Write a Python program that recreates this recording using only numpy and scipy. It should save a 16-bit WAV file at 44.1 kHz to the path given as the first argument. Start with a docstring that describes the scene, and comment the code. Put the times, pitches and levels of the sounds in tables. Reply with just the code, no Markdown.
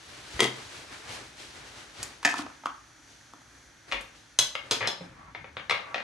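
"""In a kitchen a pot of shellfish simmers on a gas stove: coloured noise for flame and hiss, tiny rings for bubbles.
A spice tin is put down on the counter, an oven mitt and tongs are handled, the tongs click and knock shells and pot.
Then a steel lid and dull knocks sound off to one side, and something heavy slides along a shelf.
Every blow is a crack and clatter plus the decaying modes of the struck thing; rubs are noise shaped by strokes.
The room adds a diffuse, decaying echo to the blows."""
import sys
import numpy as np
from scipy import signal
from scipy.fft import rfft, irfft, next_fast_len
from scipy.io import wavfile
from scipy.ndimage import uniform_filter1d

SR = 44100
rng = np.random.default_rng(int(sys.argv[2]) if len(sys.argv) > 2 else 0)


def wav_out(sig):
    """Save sig, one row per channel (or a flat mono array), as 16-bit PCM at SR to the path in sys.argv[1]."""
    wavfile.write(sys.argv[1], SR, np.round(np.clip(np.atleast_2d(sig).T, -1, 1) * 32767).astype(np.int16))


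N = 265923

# Modes of a hollow board. Each row: frequency in Hz, level in dB, t60 when free in seconds.
BOARD_MODES = [(544, -4, .06), (632, -7, .05), (800, -5, .05), (942, -6, .05), (1138, -3, .05),
               (1330, -5, .05), (1650, -3, .04), (1835, -5, .04), (1940, -4, .04), (2080, -4, .04),
               (2155, -2, .05), (2430, -3, .04), (2820, -5, .04), (3200, -6, .03), (3450, -7, .03),
               (3709, -8, .03), (4000, -8, .03), (4260, -9, .03)]
# Spectrum of bright friction. Each row: frequency in Hz, density in dB per Hz.
RUSTLE_SPECTRUM = [(1500, -26), (2700, -5), (4200, -6), (6500, -11.5), (9000, -16), (11500, -20),
                   (13500, -52)]
# Coherence of diffuse sound at the two ports. Each row: frequency in Hz, left-right likeness from -1 to 1.
ROOM_LIKENESS = [(60, 0.99), (120, 0.98), (240, 0.89), (480, 0.3), (950, 0.35), (1890, 0.3), (3770, 0.3),
                 (7520, 0.6), (15000, -0.69)]


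def from_db(db):
    """Decibels to amplitude: 20 dB is a factor of ten."""
    return 10 ** (np.asarray(db) / 20)


def rms_one(x):
    """Normalise the mean power to one."""
    return x / np.sqrt(np.mean(x ** 2) + 1e-20)


def at_hz(points, hz):
    """Interpolate a table along logarithmic frequency, the axis of musical intervals."""
    table_hz, values = np.transpose(points)
    return np.interp(np.log(np.maximum(hz, 1)), np.log(table_hz), values)


def drift(rate_hz):
    """Slow random wandering of rms 1: white noise through two equal low-pass poles."""
    step = 40   # samples between computed points
    r = np.exp(-2 * np.pi * rate_hz * step / SR)
    noise = rng.standard_normal(N // step + 2002)
    slow = signal.lfilter([1], [1, -2 * r, r * r], noise)[2000:]   # past the filter's start
    return np.interp(np.arange(N) / step, np.arange(len(slow)), rms_one(slow))


def stereo(mid, side, spectrum, likeness):
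    """Partial coherence: the balance of unrelated mid and side sets the left-right likeness; rms 1."""
    size = next_fast_len(len(mid), real=True)
    hz = np.fft.rfftfreq(size, 1 / SR)
    alike = np.clip(at_hz(likeness, hz), -1, 1)
    common = np.sqrt(1 + alike) * rfft(mid, size)
    opposed = np.sqrt(1 - alike) * rfft(side, size)
    both = common + opposed * [[1], [-1]]
    coloured = both * from_db(at_hz(spectrum, hz))
    return rms_one(irfft(coloured, size)[:, :len(mid)])


def stove():
    """Turbulence: flame and simmering broth roar as broadband noise, under a hiss of gas and steam."""
    # Flame roar and simmer. Each row: frequency in Hz, density in dB per Hz.
    roar_spectrum = [(30, -17), (58, 5.5), (80, -10), (110, 0), (200, -12.5), (300, -2.5), (400, -14.5),
                     (860, -10.5), (1060, -13), (1600, -7), (2300, -12), (2800, -16.5), (3400, -13),
                     (3850, -17), (4300, -14.5), (5300, -26), (7000, -45)]
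    # The roar dips late on. Each row: time in seconds, level change in dB.
    roar_level = [(0, 0), (2.5, 1), (3.9, .5), (4.9, -1), (5.12, -3.5), (5.35, -2), (6.0, -1)]
    # Gas and steam. Each row: frequency in Hz, density in dB per Hz.
    hiss_spectrum = [(3000, -30), (4300, -8), (5450, -7), (5850, 0.5), (6300, -0.7), (6550, -6), (6750, -3),
                     (7300, -11), (9000, -14), (9500, -12), (11800, -16), (13000, -40)]
    # The hiss is weaker late on. Each row: time in seconds, level in dB.
    hiss_level = [(2.3, -61.5), (3.3, -61), (3.9, -62), (4.4, -63), (5.1, -69), (6.0, -67)]
    # Each row: frequency in Hz, left-right likeness from -1 to 1.
    likeness = [(60, 0.97), (120, 0.92), (240, 0.85), (480, 0.4), (950, 0.63), (1890, 0.62), (3770, 0.55),
                (7520, 0.83), (15000, -0.64)]
    t = np.arange(N) / SR
    hiss_db = np.interp(t, *np.transpose(hiss_level)) + .6 * drift(4)   # wavers slightly
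    hiss = from_db(hiss_db) * stereo(*rng.standard_normal((2, N)), hiss_spectrum, likeness)
    roar_db = -58.2 + np.interp(t, *np.transpose(roar_level))
    roar = from_db(roar_db) * stereo(*rng.standard_normal((2, N)), roar_spectrum, likeness)
    return roar + hiss


def simmer():
    """Bubble resonance: bursts at random and in clumps each ring briefly, the higher pitches the stronger."""
    typical_per_s, cycles_to_60_db, level_db = 200, 30, -67.5
    chance = typical_per_s * from_db(4 * drift(5)) / SR
    bursts = (rng.random((2, N)) < chance) * rng.standard_normal((2, N))
    shared = bursts + .7 * bursts[::-1]   # each side also hears the other's bubbles
    pitch_index, out = rng.integers(0, 14, N), 0
    for k, hz in enumerate(np.geomspace(1300, 1900, num=14)):
        r, w = from_db(-60 * hz / cycles_to_60_db / SR), 2 * np.pi * hz / SR
        own = shared * (pitch_index == k) + 1e-18   # the offset keeps the filter from underflow
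        out = out + hz * signal.lfilter([0, np.sin(w)], [1, -2 * r * np.cos(w), r * r], own)
    return from_db(level_db) * rms_one(out)


def strokes(rows, hold_s, fade_db_per_s):
    """Incoherent addition: strokes (peak s, swell s, dB) swell, hold and fade, and their powers add."""
    swell_db = 20   # a swell climbs this far to its peak
    t, power = np.arange(0, N + 64, 64) / SR, 0
    for s, swell_s, level_db in rows:
        before_db = swell_db * (s - t) / swell_s
        after_db = fade_db_per_s * np.maximum(t - s - hold_s, 0)
        under_db = np.where(t < s, before_db, after_db)
        power = power + from_db(level_db - under_db) ** 2
    return np.interp(np.arange(N) / SR, t, np.sqrt(power))


def handling(grain_db):
    """Friction: cloth and tools slide in uneven grains of three colours under the same strokes."""
    # Hands, mitt and tools rubbing past things. Each row: peak time in seconds, swell in seconds,
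    # level in dB, brightness in dB, weight in dB.
    rubs = [(.15, 0.42, -49.5, 0, -9), (.36, 0.3, -45.5, 1, -6), (.58, 0.22, -46.5, -1, -9),
            (0.748, 0.25, -47.5, 0.5, -11), (0.929, 0.087, -45.5, -1, -14), (1.099, 0.084, -41.5, -0.5, -9),
            (1.399, 0.053, -49.5, 4, -11), (1.559, 0.081, -48.5, -4.5, -7), (1.66, 0.1, -52.5, 1.5, -11),
            (1.77, 0.12, -49, -1, -13), (1.999, 0.11, -45.5, -1, -9), (2.42, .05, -52, -4, -12),
            (3.1, .1, -62, 3, -6), (3.55, 0.12, -61, -6, -2), (3.885, 0.025, -51.5, -5, -9),
            (4.155, 0.026, -62.5, 4.5, -4), (4.66, 0.084, -52, -6, -5), (5.02, 0.068, -52, -8, 2),
            (5.19, 0.088, -61, -7, 6.5), (5.38, .1, -62, -15, 7), (5.55, .1, -64, -8, 6),
            (5.88, 0.089, -51, -15, -9)]
    # Low friction. Each row: frequency in Hz, density in dB per Hz.
    rumble_spectrum = [(25, -18), (55, 10.5), (125, 10.5), (200, -0.5), (320, -0.5), (500, -86)]
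    # Middle friction. Each row: frequency in Hz, density in dB per Hz.
    shuffle_spectrum = [(150, -16), (330, -2), (700, -4), (1600, -3), (2400, -5), (4000, -38)]
    pan_db = 1.2   # left over right
    s, swell_s, level_db, bright_db, weight_db = np.transpose(rubs)
    colours = [(rumble_spectrum, weight_db, 3), (shuffle_spectrum, 0, .7), (RUSTLE_SPECTRUM, bright_db, .7)]
    out = 0
    for spectrum, offset_db, lumps_db in colours:
        unevenness_db = grain_db * drift(200) + lumps_db * drift(12)
        grains = rng.standard_normal((2, N)) * from_db(unevenness_db)
        gain = strokes(zip(s, swell_s, level_db + offset_db), hold_s=.025, fade_db_per_s=70.5)
        out = out + gain * stereo(*grains, spectrum, ROOM_LIKENESS)
    return out * from_db([[pan_db / 2], [-pan_db / 2]])


def thumps(rise_s):
    """Damped oscillation: a heavy touch makes the furniture boom once, alike in both ports."""
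    # Thumps through counter and floor. Each row: start in seconds, level in dB, frequency in Hz, t60 in seconds.
    thump_rows = [(0.339, -31, 61.7, 0.13), (0.419, -32, 128, 0.45), (1.08, -38.5, 111, 0.14),
                  (1.986, -30.5, 112, 0.087), (3.931, -35, 45.4, 0.29), (4.388, -37.5, 126, 0.21),
                  (4.81, -30.5, 109.6, 0.17), (5, -35, 175.5, 0.26), (5.718, -39, 107.5, 0.16)]
    out, t = np.zeros(N + SR), np.arange(SR // 2) / SR
    for s, level_db, hz, t60 in thump_rows:
        i = round(s * SR)
        envelope = from_db(level_db - 60 * t / t60) * (1 - np.exp(-t / rise_s))
        out[i:i + len(t)] += envelope * np.sin(2 * np.pi * hz * t)
    return out[:N]


def blows(table, modes, colour_db, clatter_db, pan_db, freedom, favour_db, rise_s):
    """Modal impact: struck modes ring over a dying clatter of small contacts, six bands set to their peaks."""
    # Edges of the six bands, in Hz.
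    edges_hz = [160, 600, 1400, 2800, 4800, 7500, 15000]
    # Share of the pan in each band: bass and top arrive nearly alike in both ports.
    pan_share = [.3, .6, 1.3, .8, .6, .1]
    pivot_hz = 2000   # weight tilts a blow's colour below this, hardness above
    lows_late = .6   # doublings of the rise time per octave down
    favour_width, favour_rings = .015, .1   # relative width of a favoured spot; its extra share of ring
    pair_split, pair_db = .018, -1   # each mode beats with a close twin: relative spread, level
    crack_s, crack_db = .0008, 1   # the first contact snaps above the clatter
    grit_db, spread_db = 2.5, 1.5   # uneven clatter; no two blows strike a mode equally

    out, t = np.zeros((2, N + SR)), np.arange(11000) / SR
    bank = [signal.butter(2, pair, "band", fs=SR, output="sos") for pair in zip(edges_hz, edges_hz[1:])]
    octaves = np.log2(np.sqrt(np.multiply(edges_hz[:-1], edges_hz[1:])) / pivot_hz)
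    hz, level_db, t60 = np.transpose(modes)[:, :, None]
    for s, peak_db, weight, hardness, clatter_s, *favoured_hz in table:
        tilt_db = np.where(octaves < 0, -weight, hardness) * octaves
        peaks_db = peak_db + np.array(colour_db) + tilt_db

        favour = sum(np.exp(-(np.log(hz / f) / favour_width) ** 2) for f in favoured_hz)
        uneven_db = spread_db * rng.standard_normal((len(modes), 1))
        strength = from_db(level_db + favour_db * favour + uneven_db)
        phase = 2 * np.pi * rng.random((len(modes), 1))
        twin_hz = hz * (1 + pair_split * rng.standard_normal((len(modes), 1)))
        twin = from_db(pair_db) * np.sin(2 * np.pi * twin_hz * t + phase)
        pair = np.sin(2 * np.pi * hz * t + phase) + twin
        decay = from_db(-60 * t / (t60 * freedom * (1 + favour_rings * favour)))
        rings = np.sum(strength * pair * decay, axis=0)

        grit = from_db(grit_db * np.repeat(rng.standard_normal(len(t) // 50), 50))
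        dying = np.exp(-t / clatter_s) + from_db(crack_db) * np.exp(-t / crack_s)
        clatter = rng.standard_normal(len(t)) * grit * dying

        struck = rings + from_db(clatter_db) * clatter
        parts = []
        for sos, octave in zip(bank, octaves):
            band_rise_s = rise_s * 2 ** (-lows_late * octave)
            parts.append(signal.sosfilt(sos, struck) * (1 - np.exp(-t / band_rise_s)))
        peaks = [np.sqrt(uniform_filter1d(2 * p[:1024] ** 2, size=200).max()) for p in parts]
        gains = from_db(peaks_db + np.outer([pan_db / 2, -pan_db / 2], pan_share)) / peaks
        signs = (-1) ** np.arange(len(bank))   # alternate signs join the bands without notches
        i = round(s * SR)
        out[:, i:i + len(t)] += (gains * signs) @ parts
    return out[:, :N]


def tin():
    """Plate modes: a spice tin lands on the counter in a quick run of contacts."""
    # Each row: start in seconds, peak at the pivot in dB, weight and hardness in dB per octave,
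    # clatter in seconds, then any modes that the spot favours in Hz.
    rows = [(.393, -25, 0, -6, 0.008, 2040), (.398, -30, 0, -4, .005, 2040, 3750),
            (.404, -17, -1.5, 1.5, .004, 3250), (.42, -25.5, 3.5, -3, 0.0093, 2040),
            (.429, -28, 2, 1, 0.0069), (.435, -32, -2, 1, .003, 3750), (.441, -26.5, 0, 1, 0.005, 3400),
            (.451, -28.5, 2, -4, 0.011, 2040), (.458, -35, 0, 0, .004, 3750),
            (.466, -38, 0, -1, .005, 3250), (.478, -37, 0, -1, .005, 4880)]
    # Each row: frequency in Hz, level in dB, t60 when free in seconds.
    modes = [(260, -6, .1), (370, -2, .1), (454, -5, .08), (700, -12, .05), (1023, -9, .08),
             (1300, -11, .05), (1890, -7, .08), (1970, -8, .08), (2040, -1.5, .09), (2370, -9, .05),
             (2820, -11, .06), (3075, -8, .05), (3250, -6, .07), (3400, -10, .1), (3750, -7, .07),
             (4880, -10, .1), (6100, -12, .05), (9200, -10, .03), (9900, -14, .03)]
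    # Colour of a plain blow in the six bands, in dB against the pivot.
    colour_db = [-5.5, -4, -0.5, 0, -5.5, -4.5]
    return blows(rows, modes, colour_db, clatter_db=5, pan_db=3.5, freedom=.55, favour_db=2, rise_s=.0006)


def tongs_and_pot():
    """Damped modes: the tongs' spring clicks once, then the tongs knock the pot wall, which rings briefly."""
    # The first row is the spring's click. Each row: start in seconds, peak at the pivot in dB,
    # weight and hardness in dB per octave, clatter in seconds, then any favoured modes in Hz.
    rows = [(2.029, -43.5, -4, 11, 0.0053, 7090), (2.249, -17, -1, -0.5, 0.004, 1787),
            (2.254, -21, 2, 1, .003, 1787, 830), (2.262, -25, 0, -4, .004, 1702),
            (2.266, -36, -2, 4, .003, 2527), (2.275, -25, 1, -4, 0.004, 2527, 714),
            (2.289, -31, 0, -2, .005, 2374), (2.304, -37, 3, -1, .006, 830),
            (2.297, -36, -2, 2, .004, 2374), (2.312, -41, -2, 4, .004, 3800),
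            (2.357, -45, -1, 4, .004, 3800), (2.322, -36, -2, -4, .005, 2527),
            (2.369, -39, 3, -1, .003, 1270), (2.378, -42, 5, 1.5, .004, 960),
            (2.386, -48, -2, 5, .004, 3800), (2.402, -46, 1, 3, .004, 960, 3800),
            (2.415, -46, 4, -3, .006, 960)]
    # Each row: frequency in Hz, level in dB, t60 when free in seconds.
    modes = [(288, -9, .12), (714, -7, .08), (830, -10, .05), (960, -9, .08), (1270, -9, .06),
             (1529, -10, .08), (1635, -9, .06), (1702, -9, .06), (1787, -1, .07), (2036, -4, .07),
             (2374, -10, .08), (2527, -3, .08), (3122, -13, .07), (3800, -11, .04), (4700, -11, .04),
             (7090, -20, .05)]
    # Colour of a plain blow in the six bands, in dB against the pivot.
    colour_db = [-11.5, -5, 1.5, -5.5, -3, -11.5]
    return blows(rows, modes, colour_db, clatter_db=4.5, pan_db=1, freedom=.42, favour_db=4, rise_s=.001)


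def shells():
    """Damped resonance: small hard shells, knocked by the tongs, ring very briefly."""
    # Each row: start in seconds, peak at the pivot in dB, weight and hardness in dB per octave,
    # clatter in seconds, then any modes that the spot favours in Hz.
    rows = [(2.229, -40, -4.5, 4, 0.016), (2.332, -48, 2, -3, .003, 900),
            (2.34, -35, 1.5, 4, 0.002, 900, 3500), (2.39, -42, 3, 6, 0.0018),
            (2.393, -55, 12.5, 3, .002, 290), (2.435, -65, 11, 0.5, .004, 290),
            (2.463, -44, -0.5, 0, .003, 900), (2.5, -53, 0, 2, .004), (2.636, -50, 1, -4, .005, 900),
            (2.657, -30, -0.5, 0.5, 0.0022), (2.666, -41, -0.5, 4, 0.0044),
            (3.335, -56.5, 6, 8, 0.002, 700, 900), (3.343, -74, 11, 0, .004, 290),
            (3.416, -66.5, 5, 10, 0.0038)]
    # Each row: frequency in Hz, level in dB, t60 when free in seconds.
    modes = [(290, -8, .1), (700, -14, .03), (900, -6, .03), (1100, 0, .04), (1276, 0, .04),
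             (1390, -3, .04), (1700, -8, .02), (3500, -10, .02)]
    # Colour of a plain blow in the six bands, in dB against the pivot.
    colour_db = [-8, 9, -2.5, -6.5, -14, -16]
    return blows(rows, modes, colour_db, clatter_db=5.5, pan_db=.7, freedom=.4, favour_db=7, rise_s=.0008)


def scrape(grain_db):
    """Hard friction: steel tips drag over shells as bright grit and stop abruptly."""
    # Drags of the tongs. Each row: peak time in seconds, swell in seconds, level in dB.
    drags = [(2.39, .12, -42)]
    grit = rng.standard_normal((2, N)) * from_db(grain_db * drift(150))
    gain = strokes(drags, hold_s=.02, fade_db_per_s=500)
    return gain * stereo(*grit, RUSTLE_SPECTRUM, ROOM_LIKENESS)


def knocks():
    """Board modes: dull knocks excite a hollow board's close, short resonances, which also colour a few faint
    short sounds."""
    # The row at 4.15 s is barely audible. 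Each row: start in seconds, peak at the pivot in dB, # weight and
    # hardness in dB per octave, clatter in seconds, then any favoured modes in Hz.
    rows = [(3.915, -33, -3, 4, 0.006, 4260), (3.922, -24.5, -1, 3, .008, 2430),
            (3.929, -32, 1, 3, .006, 2430, 1138), (3.942, -37, 3, 2, .007, 2155, 942),
            (3.953, -37, 1, 0, .006, 1940), (4.009, -57, 8, 16, 0.0095), (4.15, -59, 3.5, 4, .012),
            (4.552, -28.5, 0.5, 4, .005, 3200), (4.807, -30, 0, -6, 0.006, 2155),
            (4.812, -29, 0, -4, .006, 2430), (4.818, -32, 1, -4, .005, 1940),
            (4.826, -30.5, 1, -2, .006, 1650), (4.833, -35, 0, -2, .005, 2820),
            (4.84, -33, 3, -4, .006, 544), (4.848, -34, 2, -2, .005, 1138),
            (4.856, -31, 0, -1, .006, 1940, 3200), (4.864, -38, 1, -3, .005, 2080),
            (5.008, -52, 9, -8, 0.017), (5.348, -34, -0.5, -7, 0.014, 2155), (5.443, -40, 2, -16, 0.0093),
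            (5.568, -31.5, 0.5, -3, 0.013), (5.596, -40, 2, -3, .008, 1138),
            (5.696, -22, -2, 3, 0.007, 2155, 4260), (5.709, -20.5, 0, 3, 0.006, 1138, 4000),
            (5.716, -29, 0, 2, .005, 2080, 3450), (5.722, -33, 3, 2, .006, 544),
            (5.745, -34, 2, 0, .006, 544, 2820), (5.776, -40, 2, 2, .006, 800),
            (5.797, -42, 3, -8, .003, 1138), (5.944, -25, 0.5, 0, 0.005, 2430),
            (5.958, -35, 3, 2, .006, 544), (5.978, -34, 1, 0, .006, 1940), (6.002, -37, 3, 0, .006, 1650)]
    # Colour of a plain blow in the six bands, in dB against the pivot.
    colour_db = [-11, -6.5, 0, -4.5, -26, -26]
    return blows(rows, BOARD_MODES, colour_db, clatter_db=6, pan_db=4, freedom=.45, favour_db=5, rise_s=.001)


def lid():
    """Plate modes: a steel lid rings in many bright modes when struck."""
    # Each row: start in seconds, peak at the pivot in dB, weight and hardness in dB per octave,
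    # clatter in seconds, then any modes that the spot favours in Hz.
    rows = [(4.388, -28.5, 0, 2.85, 0.0053, 4080, 6150, 7446),
            (4.71, -31.5, 2.6, 0, 0.011, 4080, 5030, 6730),
            (4.873, -34, 2.7, 0, 0.006, 3060, 3365, 3440, 5210), (4.393, -37, 0, 2, .004, 5740),
            (4.408, -43, 0, 3, .003, 6730), (4.424, -46, 0, 2, .004, 5030),
            (4.718, -40, 0, 0, .006, 3730, 6730), (4.731, -43, 0, -1, .005, 3440),
            (4.885, -45, 0, 0, .004, 3302)]
    # Each row: frequency in Hz, level in dB, t60 when free in seconds.
    modes = [(544, -12, .05), (790, -12, .06), (953, -11, .08), (1500, -14, .06), (1973, -12, .12),
             (2557, -14, .1), (3060, -10, .07), (3302, -9, .08), (3365, -15, .35), (3440, -11, .16),
             (3730, -8, .07), (3930, -13, .15), (4080, -5, .14), (4200, -8, .13), (5030, -8, .14),
             (5210, -8, .15), (5400, -12, .12), (5740, -11, .06), (6150, -5, .12), (6370, -13, .15),
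             (6730, -8, .07), (7446, -6, .06), (8730, -13, .06), (10440, -14, .06)]
    # Colour of a plain blow in the six bands, in dB against the pivot.
    colour_db = [-5, -1.5, 1, 11.5, 7.5, 5]
    return blows(rows, modes, colour_db, clatter_db=7, pan_db=2.5, freedom=.36, favour_db=4.5, rise_s=.0012)


def slide(grain_db):
    """Friction-driven resonance: gritty sliding excites the modes of a hollow board."""
    # Something heavy slid along a shelf. Each row: peak time in seconds, swell in seconds, level in dB.
    slides = [(5.17, .06, -54), (5.21, .07, -51), (5.25, .07, -51), (5.285, 0.08, -51), (5.93, 0.26, -46)]
    # Each row: frequency in Hz, density in dB per Hz.
    spectrum = [(250, -50), (400, -24), (800, -6), (1130, 0), (1300, -2), (1500, -9), (2200, -12),
                (3000, -26), (4500, -60)]
    mode_width_hz, ring_db = 40, 8
    grit = rng.standard_normal((2, N)) * from_db(grain_db * drift(80))
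    r, rung = np.exp(-np.pi * mode_width_hz / SR), 0
    for hz, level_db, _ in BOARD_MODES:
        poles = [1, -2 * r * np.cos(2 * np.pi * hz / SR), r * r]
        zeros = [(1 - r * r) / 2, 0, (r * r - 1) / 2]
        rung = rung + from_db(level_db) * signal.lfilter(zeros, poles, grit)
    friction = stereo(*(grit + from_db(ring_db) * rung), spectrum, ROOM_LIKENESS)
    return strokes(slides, hold_s=0, fade_db_per_s=250) * friction


def kitchen(x, onset_s):
    """Diffuse reverberation: half-octave bands of noise, each dying at its own rate after a gradual onset."""
    # Each row: frequency in Hz, t60 in seconds.
    room_t60 = [(100, .45), (260, .4), (700, .38), (1840, .33), (4850, .29), (12000, .2)]
    # Each row: frequency in Hz, level in dB.
    colour = [(100, -0.5), (350, 7.5), (900, 6.5), (2500, 9), (6000, 5), (11500, 4), (15000, -8)]
    # Bumps of the echo's spectrum between these two widths in Hz are evened out.
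    even_hz = (80, 900)
    t, edges = np.arange(int(.7 * SR)) / SR, 60 * 2 ** np.arange(0, 8.2, .5)
    noise = stereo(*rng.standard_normal((2, len(t))), colour, ROOM_LIKENESS)
    tail = 0
    for low, high in zip(edges, edges[1:]):
        band = signal.sosfilt(signal.butter(1, [low, high], "band", fs=SR, output="sos"), noise)
        tail = tail + band * from_db(-60 * t / at_hz(room_t60, np.sqrt(low * high)))
    spectrum = rfft(tail)
    fine, coarse = [uniform_filter1d(np.abs(spectrum) ** 2, size=round(hz * len(t) / SR), axis=1) + 1e-12
                    for hz in even_hz]
    tail = irfft(spectrum * np.sqrt(coarse / fine), len(t)) * (t < .6)
    tail = tail * (1 - np.exp(-(t / onset_s) ** 2))
    unit_tail = tail / np.sqrt(np.mean(np.sum(tail ** 2, axis=1)))   # unit energy
    return signal.fftconvolve(x, unit_tail, axes=1)[:, :N]


def ports(x):
    """Interaural phase: direct sound reaches the two microphone ports out of step in the treble."""
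    # Each row: frequency in Hz, lead of the left port in radians.
    port_phase = [(700, 0), (2200, -.9), (4300, -1.0), (6000, -.3), (8500, -.8), (11000, -2.4),
                  (13000, -3.1)]
    size = next_fast_len(N, real=True)
    turn = np.exp(1j * at_hz(port_phase, np.fft.rfftfreq(size, 1 / SR)))
    return np.array([irfft(rfft(x[0], size) * turn, size)[:N], x[1]])


def scene():
    """Superposition: direct blows, their echo, handling noise and the stove add."""
    tin_hits, pot_hits, shell_hits, lid_hits, board_hits = tin(), tongs_and_pot(), shells(), lid(), knocks()
    near = from_db(-9) * (tin_hits + pot_hits) + from_db(-8.5) * shell_hits
    far = from_db(-4.5) * (lid_hits + board_hits)   # farther is wetter
    room = kitchen(near + far, onset_s=.0027)
    direct = ports(tin_hits + pot_hits + shell_hits + lid_hits + board_hits) + thumps(rise_s=.013)
    friction = handling(grain_db=.7) + slide(grain_db=2) + scrape(grain_db=3)
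    return direct + room + friction + stove() + simmer()


def record(dry):
    """Band limiting: deep bass is removed, and the treble falls steeply above about 12 kHz."""
    x = signal.sosfilt(signal.butter(2, 45, "high", fs=SR, output="sos"), dry)
    x = signal.sosfilt(signal.butter(6, 12500, fs=SR, output="sos"), x)
    return signal.sosfilt(signal.cheby2(12, 70, 16300, fs=SR, output="sos"), x)


dry = scene()
out = record(dry)
wav_out(out)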